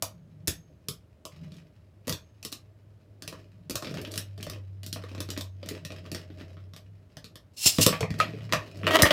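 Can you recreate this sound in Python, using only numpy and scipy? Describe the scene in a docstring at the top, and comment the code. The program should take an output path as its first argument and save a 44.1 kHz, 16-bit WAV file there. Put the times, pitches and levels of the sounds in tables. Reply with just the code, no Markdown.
"""Metal-ringed spinning tops clash rim on rim in a thin plastic bowl: bursts of noise crack and metal rings on.
Their tips make the bowl hum and rumble: a low tone and noise through the bowl's resonances, with rims rubbing.
Then toothed cords rattle and whine through two launchers: random tiny impacts through resonances.
New tops drop in, bounce and scrape the wall: more blows, and a rough buzz of ridges.
Short echoes of a small soft room and faint noise for its air lie around it all."""
import sys
import numpy as np
from scipy import signal
from scipy.fft import rfft, irfft, next_fast_len
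from scipy.io import wavfile
from scipy.ndimage import map_coordinates

SR = 44100
rng = np.random.default_rng(int(sys.argv[2]) if len(sys.argv) > 2 else 0)


def transcribe(u):
    """Save the signal u as a 16-bit wav file named by the first command-line argument.

    u: samples, shape (n,) or (channels, n), limited to [-1, 1]; the rate is SR.
    q: integer samples, one column per channel.
    """
    v = np.clip(np.atleast_2d(u).T, -1, 1)
    q = np.round(v * 32767).astype(np.int16)
    wavfile.write(sys.argv[1], SR, q)


def amplitude_ratio(level_db):
    """Convert a level in decibels to the matching linear amplitude (field) ratio."""
    exponent = np.asarray(level_db, float) / 20
    return 10 ** exponent


N = 402191  # samples, about 9.1 s

# Rim clashes, landings and wall knocks; levels before the trims in the functions:
# start_s, crack_db, bright_db (treble setting), wall_db (wall knock), floor_db (floor thump)
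BLOWS = [(0.0235, -17, 2.5, -25, -34), (0.4736, -20.5, 0.5, -34.5, -30), (0.4789, -13.5, -0.5, -28, -24),
         (0.885, -20, -1.5, -36.5, -25), (1.2521, -30.5, -3, -35.5, -37.5),
         (1.5193, -46.5, -11.5, -61, -43), (1.5414, -50.5, -8, -68, -56), (1.5666, -51, -6.5, -67, -54),
         (2.071, -32, -3, -41, -26), (2.079, -26.5, -3, -29, -25), (2.0942, -20, -2, -31.5, -25),
         (2.125, -23, -3.5, -30.5, -28), (2.4281, -34.5, -4, -44.5, -49), (2.4493, -26, -3, -39, -31),
         (2.5187, -36.5, -1, -61, -47), (2.5257, -25.5, -1.5, -41.5, -36.5), (3.222, -33, -5, -44, -41.5),
         (3.277, -27.5, -4, -37, -34.5), (3.3264, -40.5, -7, -36.5, -33.5),
         (3.697, -26, -2.5, -39.5, -26.5), (3.7076, -27, -3.5, -41, -32), (3.747, -47, -10, -50, -25.5),
         (3.7551, -20, -1.5, -27, -53), (3.8237, -32.5, -9.5, -29.5, -32), (3.8459, -33, -13, -46, -32),
         (3.8702, -31.5, -17, -51, -27), (3.91, -38.5, -9, -46, -28), (3.9409, -34, -9, -34.5, -45),
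         (3.983, -39, -23, -51, -28), (4.0145, -37.5, 2, -48, -30.5), (4.049, -33.5, -17, -48, -35),
         (4.075, -50.5, 6, -61, -32), (4.112, -40, -4, -52, -50), (4.117, -33.5, -1, -57, -43),
         (4.1386, -30.5, -8, -40.5, -51), (4.1574, -29.5, -2, -45, -32.5),
         (4.177, -18.5, -1.5, -31.5, -29.5), (4.378, -43.5, -6, -46, -37), (4.402, -66, -11.5, -40.5, -36),
         (4.4079, -42.5, -7, -53, -40), (4.428, -29, -4.5, -40, -36), (4.4664, -37.5, -7, -37, -30.5),
         (4.498, -29.5, -2, -38, -40), (4.5604, -50, -14, -46, -36.5), (4.8322, -34, -6.5, -45, -40),
         (4.863, -30.5, -2, -50, -33.5), (4.9277, -23.5, -3, -46, -29.5), (4.9602, -56, -26, -33, -33),
         (5.0378, -43.5, -10, -36, -35.5), (5.115, -49, -13, -52, -33.5), (5.1485, -39.5, -13, -35, -33),
         (5.1792, -39.5, -14, -42, -29.5), (5.204, -24, -3, -34, -29), (5.2884, -38, -11, -40, -29.5),
         (5.303, -25, -3.5, -42, -35), (5.3646, -35, -29, -40, -39), (5.3753, -26, -5, -34.5, -24),
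         (5.409, -28.5, -3.5, -36.5, -52), (5.6293, -40, -19, -46, -39), (5.6596, -41.5, -5, -43, -36),
         (5.688, -27.5, -4, -52, -47), (5.71, -40, -16, -37, -28), (5.8497, -28, -6, -36, -33),
         (5.904, -39, -15, -36.5, -35), (5.92, -40.5, -12, -39, -39), (6.053, -47.5, -19, -44, -38),
         (6.1162, -28, -3, -36, -27), (6.147, -26.5, -8, -31.5, -28.5), (6.302, -47.5, -22, -54, -36.5),
         (6.4018, -48.5, -22, -48, -47), (6.4106, -45, -26, -45.5, -34), (6.5686, -49.5, -26, -48.5, -49),
         (6.7355, -42.5, -8, -46, -42.5), (6.763, -37.5, -4.5, -42.5, -43),
         (7.169, -37.5, -7.5, -41, -36.5), (7.243, -35, -8, -43.5, -37), (7.356, -37.5, -6, -43, -44),
         (7.6588, -20, 4.5, -25.5, -22.5), (7.7484, -41, -14.5, -54, -56), (7.7848, -17.5, -7, -16, -6),
         (7.8636, -3.5, 1, -10, -3.5), (7.927, -21.5, -36, -22, -25), (8.0067, -24.5, -9.5, -22.5, -19.5),
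         (8.029, -42, -25, -22, -18.5), (8.1046, -34, -8.5, -33.5, -19.5), (8.1407, -39, -12, -38.5, -25.5),
         (8.1888, -36, -4, -38, -29.5), (8.2008, -19, -12, -14.5, -25), (8.2105, -21.5, -42, -20.5, -35.5),
         (8.3054, -48, -12, -47, -30), (8.3351, -46.5, -17, -40.5, -26), (8.386, -52, -10, -45, -36.5),
         (8.4073, -45, -26, -44, -37), (8.4926, -48.5, -16, -39, -40), (8.516, -46, -13, -46, -32.5),
         (8.5241, -16.5, -9, -14.5, -25), (8.534, -20.5, -7.5, -11.5, -19), (8.675, -48, -15.5, -51, -36),
         (8.7722, -46.5, -5.5, -55, -37.5), (8.8329, -50, -32, -27, -27.5), (8.843, -33, -35, -42, -24),
         (8.857, -38, -30, -37, -46), (8.868, -16.5, -26, -12, -40), (8.8817, -27, -46, -24, -23),
         (8.989, -16.5, -24.5, -16.5, -23.5), (9.014, -27, -7.5, -14, -22.5), (9.021, -2.5, 2, -15, -12),
         (9.0328, -38, -13.5, -2.5, -11), (9.054, -12, -32, -38, -36), (9.065, -33, -32, -26, -45),
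         (9.107, -7, -19, -8, -22)]
# Ways the bowl's floor vibrates: pitch_hz, width_hz, level_db
FLOOR = [(91, 150, -10), (161.2, 73.4, 2.5), (303, 69, 2), (431.3, 30, 1), (501, 48, -4)]
# Ways the bowl's wall vibrates: pitch_hz, width_hz, level_db
WALL = [(492, 41, -5.5), (629, 55, 1.5), (957, 210, -11), (1170, 210, -5.5), (1873, 150, -5),
        (2527, 270, -9)]
# Ring tones of the metal: pitch_hz, level_db (relative to the blow's crack_db), t60_s (time to fade 60 dB)
METAL = [(3900, -38, .12), (5350, -34.5, .15), (6422, -45, 0.23), (7700, -45.5, .15), (11530, -39, .2),
         (12400, -38, .22)]


def unit(x):
    """Scales a sound to an average strength (rms) of 1."""
    return x / np.sqrt(np.mean(x ** 2) + 1e-20)


def peak(x):
    """Scales a sound so its largest swing is 1."""
    return x / np.max(np.abs(x))


def along(points, hz):
    """Reads a curve of (Hz, value) points on a logarithmic pitch axis."""
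    f, v = np.transpose(points)
    return np.interp(np.log(hz + 1), np.log(f + 1), v)


def curves(rows, outside=None):
    """Gives one value per sample for each column after the time."""
    s, *cols = np.transpose(rows)
    return [np.interp(np.arange(N) / SR, s, c, outside, outside) for c in cols]


def wobble(rate):
    """A smooth random curve through rate random points a second."""
    points = rng.standard_normal(int(N * rate / SR) + 4)
    return map_coordinates(points, [np.arange(N) * rate / SR])


def held(rows, rise_db_per_s, fall_db_per_s):
    """Gain over time of (start, length, dB) contacts that rise, hold and fade."""
    t = np.arange(N) / SR
    gain = np.zeros(N)
    for s, length, db in rows:
        before = rise_db_per_s * np.maximum(s - t, 0)
        after = fall_db_per_s * np.maximum(t - s - length, 0)
        gain += amplitude_ratio(db - before - after)
    return gain


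def filtered(x, response):
    """Changes the strength and timing of each frequency by a complex response."""
    m = next_fast_len(len(x) + 8192)
    return irfft(rfft(x, m) * response(np.fft.rfftfreq(m, 1 / SR)), m)[:len(x)]


def coloured(x, spectrum):
    """Shapes a sound by a (Hz, dB) spectrum."""
    return filtered(x, lambda hz: amplitude_ratio(along(spectrum, hz)))


def resonant(x, modes, scatter_db=0):
    """Makes x ring in (Hz, width, dB) modes; each contact point drives them at other strengths."""
    gains = amplitude_ratio(scatter_db * rng.standard_normal(len(modes)))

    def response(f):
        total = 0
        for k, (centre, width, db) in enumerate(modes):
            mode = 1j * f * width / (centre * centre - f * f + 1j * f * width)
            total = total + (-1) ** k * gains[k] * amplitude_ratio(db) * mode  # neighbours have opposite signs
        return total

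    return filtered(x, response)


def grit(rate, spread_db):
    """Random tiny impacts of uneven size, on average rate a second."""
    hits = (rng.random(N) < rate / SR) * rng.choice([-1, 1], N)
    return hits * amplitude_ratio(spread_db * np.minimum(rng.exponential(size=N), 3))


def echoes(x):
    """Adds a new random room tail in which each frequency dies at its own speed; the tail's energy is 1."""
    # How long the room rings: pitch_hz, t60_s (time to fade 60 dB)
    fade_times = [(100, 0.4), (260, 0.078), (700, 0.23), (1840, 0.21), (4850, 0.17), (12800, 0.14)]
    hz, t, z = signal.stft(rng.standard_normal(SR // 2), SR, nperseg=256)
    fading = amplitude_ratio(-60 * t / along(fade_times, hz)[:, None])
    tail = signal.istft(z * fading, SR, nperseg=256)[1]
    return signal.fftconvolve(x, np.pad(tail / np.linalg.norm(tail), (180, 0)))  # starts 4 ms late


def blows():
    """Each blow cracks at the rims, knocks wall and floor and fills the room."""
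    # Colour of a clash: pitch_hz, level_db
    rim_colour = [(530, -23), (900, -28.5), (1190, -7), (2040, -8), (3590, 2), (4520, 3.5), (5610, 4),
                  (6250, 0), (15100, -6), (16000, -25.5)]
    out, t = np.zeros(N + SR), np.arange(SR // 8) / SR
    for s, crack_db, bright_db, wall_db, floor_db in BLOWS:
        treble = [(2600, 0.01), (11000, 1.9 * bright_db + 3.5)]  # (Hz, dB)
        colour = lambda hz: amplitude_ratio(along(rim_colour, hz) + along(treble, hz))
        burst = np.clip(t / .0006, 0, 1) * amplitude_ratio(-60 * t / .02)  # rims skid for a few milliseconds
        crack = peak(filtered(burst * rng.standard_normal(len(t)), colour))
        wall_push = amplitude_ratio(-60 * t / .006) * rng.standard_normal(len(t))
        knock = peak(resonant(wall_push, WALL, scatter_db=2.5))
        thump = peak(resonant(amplitude_ratio(-60 * t / .008), FLOOR, scatter_db=5.5))  # one slow push on the floor
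        body = amplitude_ratio(wall_db + 0.5) * knock + amplitude_ratio(floor_db - 1.88) * thump
        # the bare contact, heard all round the room
        click = peak(filtered(1. * (np.arange(len(t)) == 64), colour))
        direct = amplitude_ratio(crack_db + 2.5) * crack + amplitude_ratio(crack_db + 2.0) * click + body
        wet = echoes(amplitude_ratio(crack_db - 3.5) * crack + amplitude_ratio(crack_db + 8.5) * click + amplitude_ratio(-1) * body)
        for part in (direct, wet):
            out[round(s * SR):][:len(part)] += part
    return out[:N]


def metal_rings():
    """Every blow rings the metal in fading tones that beat as the top turns."""
    out, t = np.zeros(N + SR), np.arange(SR // 2) / SR
    hz, level_db, t60 = np.transpose(METAL)[:, :, None]
    tones = amplitude_ratio(level_db - 60 * t / t60) * (1 - np.exp(-t / 0.001)) * np.sin(2 * np.pi * hz * t)
    for s, crack_db, *_ in BLOWS:
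        scatter_db = 4 * rng.standard_normal(len(METAL))  # from blow to blow
        beat = 1 + 0.42 * np.sin(2 * np.pi * (38 * t + rng.standard_normal()))
        out[round(s * SR):][:len(t)] += beat * (amplitude_ratio(crack_db + scatter_db) @ tones)
    return out[:N]


def lingering_notes():
    """Some blows leave one tone of the bowl, a metal ring or a launcher fading away."""
    # Tones left ringing: start_s, pitch_hz, level_db, t60_s (time to fade 60 dB)
    notes = [(.024, 6500, -70, 0.74), (.479, 6425, -48.5, 0.42), (2.093, 6420, -59, 0.62),
             (5.41, 6420, -67, .55), (7.747, 5050, -26.5, 0.035), (7.77, 4800, -31, .04),
             (0.023, 101, -38, 0.49), (.479, 101.5, -29, 0.12), (2.084, 100, -32.5, .35),
             (4.469, 606, -29.5, 0.053), (5.039, 480, -32, 0.041), (5.376, 330, -29, 0.034),
             (5.63, 565, -30, 0.038), (7.661, 91, -27, 0.083), (7.789, 103, -15.5, 0.24),
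             (7.866, 104, -26, .18), (7.926, 1150, -27, 0.19), (8.021, 101, -22.5, 0.23),
             (8.112, 100, -21.5, 0.096), (8.201, 1264, -10, 0.096), (9.025, 87, -35, 0.11)]
    out, t = np.zeros(N + SR), np.arange(SR // 2) / SR
    for s, hz, db, t60 in notes:
        tone = amplitude_ratio(db - 60 * t / t60) * (1 - np.exp(-t / 0.001)) * np.sin(2 * np.pi * hz * t)
        if hz > 6000:  # the high metal tones beat
            tone = tone * (1 + .55 * np.sin(2 * np.pi * 40 * t))
        out[round(s * SR):][:len(t)] += tone
    return out[:N]


def table_thuds():
    """Hard blows thud through the table: low tones whose pitch falls as the table settles."""
    # Thuds: start_s, pitch_hz (reached after the fall), level_db
    thuds = [(0.482, 45, -21.5), (7.661, 60, -23.5), (7.786, 70, -33), (9.028, 55, -4.5)]
    out, t = np.zeros(N + SR), np.arange(SR // 2) / SR
    for s, hz, db in thuds:
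        cycles = hz * t + 0.89 * (1 - np.exp(-t / 0.0086))
        out[round(s * SR):][:len(t)] += amplitude_ratio(db - 60 * t / 0.092) * np.sin(2 * np.pi * cycles)
    return out[:N]


def spell_gain(column, idle_db):
    """Loudness of contact: a faint idle level while tops spin apart, more as they lean or climb the slope."""
    # Spells of leaning together or running up the slope:
    # start_s, length_s, rub_db (rims rubbing), rumble_db (tips); levels before later trims
    spells = np.array([(1.364, 0.23, -65, -71.5), (3.292, .1, -60, -64), (3.842, 0.2, -50, -49.5),
                       (4.078, .12, -57.5, -51), (4.452, 0.071, -55, -51.5), (4.97, 0.16, -59, -59.5),
                       (5.312, .05, -53, -53), (5.666, 0.1, -50, -49), (5.935, .28, -58.5, -56.5),
                       (6.362, 0.19, -63, -60.5), (7.72, .14, -58, -66), (7.863, 0.036, -34.5, -50.5),
                       (8.188, 0.092, -50.5, -45.5), (8.38, 0.246, -59.5, -59.5), (8.62, 0.28, -59, -55),
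                       (8.9, 0.11, -40, -28), (9.11, .03, -39.5, -43)])
    return amplitude_ratio(idle_db) + held(spells[:, [0, 1, column]], rise_db_per_s=295, fall_db_per_s=205)


def bowl_hum():
    """Wobbling tips hold the floor's two lowest modes in motion: an unsteady tone and a narrow noise."""
    # Hum over time: time_s, pitch_hz (lowest mode), level_db (lowest mode), level_db (second mode)
    hum_course = [(0.0, 100.8, -67, -58.5), (0.42, 102.5, -49, -50), (0.6, 102.2, -71, -57),
                  (1.2, 101, -67.5, -75), (1.36, 87.9, -58, -57), (1.43, 85.88, -52, -43.5),
                  (1.7, 98.85, -58, -63), (2.3, 102, -54.5, -81), (3.1, 101, -53.5, -71),
                  (3.4, 99.57, -51.5, -54.5), (3.85, 100.1, -51.5, -53.5), (3.96, 99.4, -46, -34),
                  (4.1, 98.84, -42.5, -73), (4.4, 98.5, -40, -58), (5.46, 95.3, -38, -60),
                  (5.8, 93.93, -44, -49.5), (6.1, 92.5, -44, -52.5), (6.7, 94.26, -43.5, -57),
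                  (6.82, 95.9, -53, -66), (6.96, 99.9, -43.5, -61.5), (7.08, 96.94, -57.5, -64.5),
                  (7.6, 92, -59, -72.5), (8.15, 100.1, -43, -37.5), (8.36, 112.1, -37.5, -41.5),
                  (8.56, 107.2, -40, -54), (8.68, 100, -51.5, -60.5), (8.89, 99.2, -32, -47),
                  (9.12, 84, -52, -56)]
    # The floor's second mode under a steady tip: pitch_hz, width_hz, level_db
    second_mode = [(158, 44, 0)]
    hz, hum_db, second_db = curves(hum_course)
    cycles = np.cumsum(hz + 1.5 * wobble(18)) / SR
    lowest = amplitude_ratio(hum_db + 1.0 * wobble(12.0)) * np.sqrt(2) * np.sin(2 * np.pi * cycles)
    narrow_noise = resonant(resonant(rng.standard_normal(N), second_mode), second_mode)
    return lowest + amplitude_ratio(second_db + 1.9 * wobble(8)) * unit(narrow_noise)


def tip_rumble():
    """Tips rumble over the floor's texture: tiny impacts ring in modes of floor and wall."""
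    rumble = unit(resonant(grit(1200, spread_db=1.5), [*FLOOR[2:], *WALL[1:2]]))
    return spell_gain(3, idle_db=-68.5) * amplitude_ratio(2.16 * wobble(25)) * rumble


def rim_rub():
    """Close rims brush in brief contacts, and the metal rings sing along."""
    # Colour of rubbing rims: pitch_hz, level_db
    rub_colour = [(470, -39), (800, -1), (2910, 4), (3740, -5), (4240, -2), (5200, 0.5), (5900, -8.5),
                  (12900, -22), (16000, -20)]
    bumps = np.abs(grit(100, spread_db=3.5))
    touches = .25 + filtered(bumps, lambda f: 110 / (1 + 2j * np.pi * f * .003))  # each dies in about 3 ms
    brushing = unit(coloured(touches * grit(4000, spread_db=2), rub_colour))
    rub = spell_gain(2, idle_db=-78.5) * amplitude_ratio(3.1 * wobble(30)) * brushing
    singing_modes = [(hz, 3.9 / t60, 1.0 * hz / 1000 - 4) for hz, _, t60 in METAL]
    rub = rub + amplitude_ratio(7) * resonant(rub, singing_modes)
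    return amplitude_ratio(-3.5) * rub + amplitude_ratio(-6.5) * echoes(rub)[:N]


def cords():
    """Cord teeth rattle past the launcher gears too fast to count and make them whine."""
    # Cords running through the gears: time_s, level_db (before later trims)
    cord_level = [(7.535, -64), (7.562, -63.5), (7.57, -42.5), (7.63, -25.5), (7.636, -24), (7.655, -23.5),
                  (7.661, -10), (7.675, -7.5), (7.69, -15), (7.73, -30.5), (7.78, -33.5), (7.808, -28),
                  (7.813, -12.5), (7.83, -9.5), (7.858, -26.5), (7.9, -40.5), (7.99, -63.5)]
    # Colour of the rattle: pitch_hz, level_db
    gear_colour = [(470, -38), (800, -11), (1570, -12.5), (2950, 3), (3380, 3), (5310, 8.5), (7540, 5.5),
                   (16000, -3.5)]
    # Whining gear tones: pitch_hz, width_hz, level_db
    whine_modes = [(2790, 150, -6), (4220, 50, 4), (5300, 130, -4), (6200, 85, -17.5), (7360, 120, -4.5)]
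    level_db, = curves(cord_level, outside=-120)
    teeth = grit(5000, spread_db=-1.5)
    whine = amplitude_ratio(-8 + 5 * wobble(50)) * unit(resonant(teeth, whine_modes))
    rattle = unit(coloured(teeth, gear_colour))
    direct = amplitude_ratio(level_db - 6 + 0.58 * wobble(110)) * (rattle + whine)
    return direct + amplitude_ratio(-10.5) * echoes(direct)[:N]


def grind():
    """The rim's ridges strike the wall one after another, a rough buzz that slows, over loose chatter."""
    # The top's rim passing the wall: time_s, rate_per_s (ridges a second, before a random wobble)
    ridge_rate = [(8.87, 324), (8.95, 316), (9.02, 312), (9.06, 293)]
    # Contacts with the wall: start_s, length_s, level_db (before later trims)
    contacts = [(8.873, 0.0097, -28), (8.91, 0.06, -19.5), (8.99, 0.0085, -15.5), (9.025, 0.007, -21.5),
                (9.057, 0.008, -14), (9.109, .02, -15.5)]
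    # Colour of the buzz and chatter: pitch_hz, level_db
    buzz_colour = [(120, -34), (250, -3.5), (450, -6), (630, 2.5), (800, -12), (1250, 1), (1500, -12.5),
                   (1900, -6), (2500, -16), (3150, -4.5), (3700, -15.5), (5330, -21), (8740, -28),
                   (16000, -30.5)]
    # Wall tones that sing on under the grinding: pitch_hz, width_hz, level_db
    drone_modes = [(633, 21, -7.5), (1255, 35, -4.5), (1887, 120, -6.5), (3330, 100, -1.5)]
    rate, = curves(ridge_rate)
    passed = np.cumsum(rate * (1 + .035 * wobble(200))) / SR  # ridges so far
    strikes = np.diff(np.floor(passed), prepend=0) * amplitude_ratio(5.1 * rng.standard_normal(N))
    # bending waves in the wall: treble arrives first
    strikes = filtered(strikes, lambda hz: np.exp(-1.3j * np.sqrt(hz)))
    chatter = unit(coloured(grit(2500, spread_db=2.5), buzz_colour))
    buzz = unit(coloured(strikes, buzz_colour)) + amplitude_ratio(-6) * chatter
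    pressing = held(contacts, rise_db_per_s=3000, fall_db_per_s=710)
    direct = pressing * amplitude_ratio(3.2 * wobble(80)) * buzz
    direct = direct + amplitude_ratio(3) * resonant(direct, drone_modes)
    return amplitude_ratio(-2) * direct + amplitude_ratio(-17.5) * echoes(direct)[:N]


def room_air():
    """Faint steady noise, mostly bass: the room's air."""
    # Colour of the room tone: pitch_hz, level_db (shape only)
    air_colour = [(18, -40), (32, -25.5), (55, -7), (106, -4), (153, -16), (666, -34), (913, -37),
                  (1250, -38.5), (8520, -56), (14000, -58), (16000, -58)]
    return amplitude_ratio(-55) * unit(coloured(rng.standard_normal(N), air_colour))


def scene():
    """Everything at one microphone, over faint room tone."""
    ringing = metal_rings() + lingering_notes() + table_thuds()
    tips = bowl_hum() + tip_rumble() + rim_rub()
    return (blows() + ringing + tips + cords() + grind() + room_air())[None]


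def roll_off(x):
    """The treble ends steeply here."""
    return signal.sosfilt(signal.butter(12, 15900, fs=SR, output="sos"), x)


def record(dry):
    """The microphone drops the deepest bass; gain control ducks after loud moments and rounds off peaks."""
    x = filtered(dry[0], lambda hz: (1j * hz / (45 + 1j * hz)) ** 3)
    power = np.abs(filtered(x ** 2, lambda hz: 1 / (1 + 2j * np.pi * hz * 0.04)))  # recent loudness, 40 ms
    x = x * (1 + power / amplitude_ratio(-43.5)) ** -.2
    x = x / (1 + np.abs(x / .9) ** 4) ** (1 / 4)  # peaks stay below 0.9
    return roll_off(x[None])


dry = scene()
out = record(dry)
transcribe(out)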